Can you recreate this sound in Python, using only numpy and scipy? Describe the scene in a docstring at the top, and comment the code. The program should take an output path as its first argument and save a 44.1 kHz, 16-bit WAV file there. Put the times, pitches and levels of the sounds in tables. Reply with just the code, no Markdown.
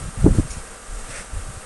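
"""Handling noise in a workshop

Idle machines give a steady hiss and a faint motor whine around a hand-held phone.
The grip shifts in low shudders, and soft blows ring the damped housing: two dull thumps.
A short bright scuff follows, then two quiet swishes, probably cloth. Steel panels and
a bench add early reflections to the hiss, the scuff and the swishes."""
import sys
import numpy as np
from scipy import signal
from scipy.fft import rfft, irfft
from scipy.io import wavfile

SR = 44100
rng = np.random.default_rng(int(sys.argv[2]) if len(sys.argv) > 2 else 0)


def generate_wav(sig):
    """Save sig (samples, or channels by samples) to the path in sys.argv[1] as 16-bit PCM at SR."""
    pcm = np.round(np.clip(np.atleast_2d(sig).T, -1, 1) * 32767).astype(np.int16)
    wavfile.write(sys.argv[1], SR, pcm)


N = 72765


def undb(db):
    """Amplitude ratio of a level in decibels."""
    return 10 ** (np.asarray(db) / 20)


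def shaped_noise(gain):
    """Spectral shaping: white noise weighted by gain(frequency), scaled to rms 1."""
    hz = np.maximum(np.arange(N // 2 + 1) * SR / N, 1)
    x = irfft(rfft(rng.standard_normal(N)) * gain(hz), N)
    return x / np.std(x)


def noise(spectrum):
    """Coloured noise of rms 1, its spectrum interpolated over log frequency."""
    hz, db = np.array(spectrum).T
    return shaped_noise(lambda f: undb(np.interp(np.log(f), np.log(hz), db)))


def wander(bandwidth_hz):
    """Random fluctuation: low-pass noise of rms 1."""
    return shaped_noise(lambda f: np.exp(-(f / bandwidth_hz) ** 2))


def burst(t, rise_s, fall_s):
    """Exponential growth to 1 at t = 0, then exponential decay."""
    return np.exp(np.where(t < 0, t / rise_s, -t / fall_s))


# Spectra of the room noise and the high hiss: frequency_hz, density_db
ROOM_SPECTRUM = [(60, 13), (150, -2.5), (210, 4.5), (310, -7), (490, 3.5), (680, -2.5), (950, -4.5),
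                 (1300, 2), (1650, -5), (2300, -8.5), (3300, -11.5), (5000, -23.5), (11000, -24)]
HISS_SPECTRUM = [(1500, -4), (3500, -11.5), (5200, -9.5), (6800, -6.5), (7800, -3.5), (8700, 0.5),
                 (9600, -5), (10700, -9), (11500, -18)]
# Swell common to both: time_s, level_db
BACKGROUND_SWELL = [(0, 3), (.14, 0), (.22, 3.5), (.3, 2.5), (.37, 5.5), (.46, 1.5), (.59, 2.5), (.68, 0),
                    (.83, -1), (.95, 1.5), (1.08, 2), (1.2, 2), (1.28, -1.5), (1.38, 2), (1.45, 0.5),
                    (1.65, 0)]

def workshop(t):
    """Amplitude modulation: two broadband noises flicker separately and swell together."""
    room = undb(-42.5 + 0.5 * wander(7.3)) * noise(ROOM_SPECTRUM)
    hiss = undb(-42 + 0.5 * wander(45)) * noise(HISS_SPECTRUM)
    return (room + hiss) * undb(np.interp(t, *np.array(BACKGROUND_SWELL).T))


# Tones of the distant motors: pitch_hz, rms_level_db
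MOTOR_TONES = [(199.2, -61), (459, -60), (538, -63.5), (619.5, -56.5), (774.5, -59), (1064.5, -68),
               (1180, -55), (1213, -61), (1277, -58.5), (1470, -65.5), (1528.5, -61.5), (1604, -58),
               (1681, -65), (2721, -65)]

def motors():
    """Superposition of sinusoids, each wavering slightly in frequency and amplitude."""
    drift_fraction, waver_db = 0.001395, 1.2
    out = np.zeros(N)
    for pitch_hz, level_db in MOTOR_TONES:
        hz = pitch_hz * (1 + drift_fraction * wander(5.54))
        phase = 2 * np.pi * (np.cumsum(hz) / SR + rng.random())
        out += np.sqrt(2) * undb(level_db + waver_db * wander(15)) * np.sin(phase)
    return out


# Spectrum of the hand's tremor: frequency_hz, density_db
TREMOR_SPECTRUM = [(15, 3), (35, 14), (70, -22), (140, -17), (300, -49), (900, -70)]
# Strength of the tremor: time_s, level_db
TREMOR_LEVELS = [(0, 2), (.6, 3.5), (.72, -7), (.82, -13), (.9, 6), (1.22, 5), (1.28, -15), (1.45, 2),
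                 (1.65, -5)]
# Shifts of the grip: peak_s, level_db, upper_edge_hz, rise_s, fall_s
GRIP_SHIFTS = [(0.032, -27.5, 163, 0.015, 0.034), (0.088, -25, 139, 0.013, 0.0059),
               (0.179, -25, 164, 0.0072, 0.027), (0.238, -12.5, 67.5, 0.023, 0.057),
               (0.269, -11, 547, 0.0098, 0.007), (0.292, -16.5, 280, 0.017, 0.018),
               (0.321, -15, 145, 0.009, .008), (0.35, -21, 250, 0.012, 0.013),
               (0.399, -16.5, 372, 0.014, 0.0032), (0.402, -16.5, 95, 0.032, 0.016),
               (0.453, -28.5, 196, 0.011, 0.014), (0.516, -23.5, 64.5, 0.011, 0.013),
               (0.571, -27.5, 155, 0.0071, .016), (.945, -24.5, 46.5, 0.024, 0.016),
               (1.095, -32.5, 158, 0.0081, 0.017), (1.187, -36.5, 87, 0.0066, 0.017),
               (1.345, -24, 72, 0.028, 0.034), (1.381, -22.5, 59, 0.013, 0.021),
               (1.496, -28, 111, 0.013, .011), (1.574, -29.5, 74, 0.03, 0.011)]

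def grip(t):
    """Structure-borne noise: the shifting grip adds low shudders to the hand's tremor."""
    lower_edge_hz, upper_order = 25, 3.62
    tremor_db = -39.5 + np.interp(t, *np.array(TREMOR_LEVELS).T)
    out = undb(tremor_db) * noise(TREMOR_SPECTRUM)
    for peak_s, level_db, upper_edge_hz, rise_s, fall_s in GRIP_SHIFTS:
        shudder = shaped_noise(lambda f: 1 / np.hypot(1, (lower_edge_hz / f) ** 2)
                               / np.hypot(1, (f / upper_edge_hz) ** upper_order))
        envelope = burst(t - peak_s, rise_s, fall_s)
        local_rms = np.sqrt(np.average(shudder ** 2, weights=envelope ** 2))
        out += undb(level_db) * envelope * shudder / local_rms
    return out


# Soft blows on the housing: start_s, level_db, pitch_hz, decay_s
HOUSING_BLOWS = [(0.2327, -10, 70, 0.0079), (0.243, -2, 153, 0.0074), (0.2543, -11, 172, 0.0058),
                 (0.2619, 3, 280.5, 0.0074), (0.2713, -1.5, 294, 0.0024), (.281, 0.5, 151, 0.0033),
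                 (0.3851, 3, 133, 0.0034), (.395, -6, 270, 0.0036)]

def thumps(t):
    """Damped free vibration: each blow briefly rings two modes of the hand-held housing."""
    upper_ratio, upper_db, upper_decay_s = 2.03, -18.5, 0.0046
    contact_s, cutoff_hz = 0.0009, 800
    out = np.zeros(N)
    for start_s, level_db, pitch_hz, decay_s in HOUSING_BLOWS:
        age = np.maximum(t - start_s, 0)
        phase = 2 * np.pi * pitch_hz * age
        lower = np.exp(-age / decay_s) * np.sin(phase)
        upper = np.exp(-age / upper_decay_s) * np.sin(upper_ratio * phase)
        onset = 1 - np.exp(-age / contact_s)
        out += undb(level_db) * onset * (lower + undb(upper_db) * upper)
    return signal.sosfilt(signal.butter(2, cutoff_hz, fs=SR, output="sos"), out)


# Spectrum of the scuff: frequency_hz, density_db
SCUFF_SPECTRUM = [(400, -14), (1500, -25), (2500, 7), (3300, -16), (4200, -2), (4700, -4), (5600, 6.5),
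                  (6300, -1), (6800, 10), (7500, -3), (8700, 4.5), (10500, -1), (11500, -21)]
# Its two strokes: peak_s, level_db, rise_s, fall_s
SCUFF_STROKES = [(0.508, -34, 0.0071, 0.023), (.533, -46, 0.0092, 0.018)]

def scuff(t):
    """Friction noise: a brief, bright rub."""
    envelope = sum(undb(level_db) * burst(t - peak_s, rise_s, fall_s)
                   for peak_s, level_db, rise_s, fall_s in SCUFF_STROKES)
    return envelope * noise(SCUFF_SPECTRUM)


# Spectra of a swish's body and treble: frequency_hz, density_db
BODY_SPECTRUM = [(200, -48), (500, 4.5), (900, -10), (1250, 1), (2000, 1.5), (2700, -1.5), (3300, -24),
                 (5000, -10.5), (10000, -40)]
TREBLE_SPECTRUM = [(2000, -21), (3500, -2), (4600, -8), (5700, 1.5), (6800, -5.5), (7500, 2), (8700, 5.5),
                   (10000, -1.5), (11500, -20)]
# Overlapping strokes of cloth: peak_s, rise_s, fall_s, body_db, treble_db
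CLOTH_STROKES = [(1.111, 0.022, 0.017, -41, -38.5), (1.156, 0.031, 0.019, -37, -42.5),
                 (1.185, 0.022, 0.041, -38.5, -37.5)]

def cloth(t):
    """Friction noise in two bands: each stroke has a soft body and a bright edge."""
    body, treble = noise(BODY_SPECTRUM), noise(TREBLE_SPECTRUM)
    return sum(burst(t - peak_s, rise_s, fall_s) * (undb(body_db) * body + undb(treble_db) * treble)
               for peak_s, rise_s, fall_s, body_db, treble_db in CLOTH_STROKES)


def panels(direct):
    """Interference: early reflections from steel panels and the bench give a hollow colour."""
    echo_gain, decay_s = undb(-14), 0.017
    age = np.arange(N // 16) / SR
    echoes = rng.standard_normal(len(age)) * np.exp(-age / decay_s)
    reflected = signal.fftconvolve(direct, echoes / np.linalg.norm(echoes))[:N]
    return (direct + echo_gain * reflected) / np.hypot(1, echo_gain)


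def saturate(x, ceiling=0.93, knee=6):
    """Soft saturation rounds off the highest peaks."""
    return x / (1 + np.abs(x / ceiling) ** knee) ** (1 / knee)


def scene():
    """Airborne and structure-borne sound add at one microphone."""
    t = np.arange(N) / SR
    handling = saturate(grip(t) + thumps(t))
    grain = undb(-wander(120))  # fast flutter with a spread of 1 dB
    friction = (scuff(t) + cloth(t)) * grain
    return (panels(workshop(t) + friction) + motors() + handling)[None]


def record(dry):
    """Band limiting: the phone's steep low-pass filter removes the highest treble."""
    cutoff_hz = 11600
    return signal.sosfilt(signal.ellip(10, 0.2, 80, cutoff_hz, fs=SR, output="sos"), dry)


dry = scene()
out = record(dry)
generate_wav(out)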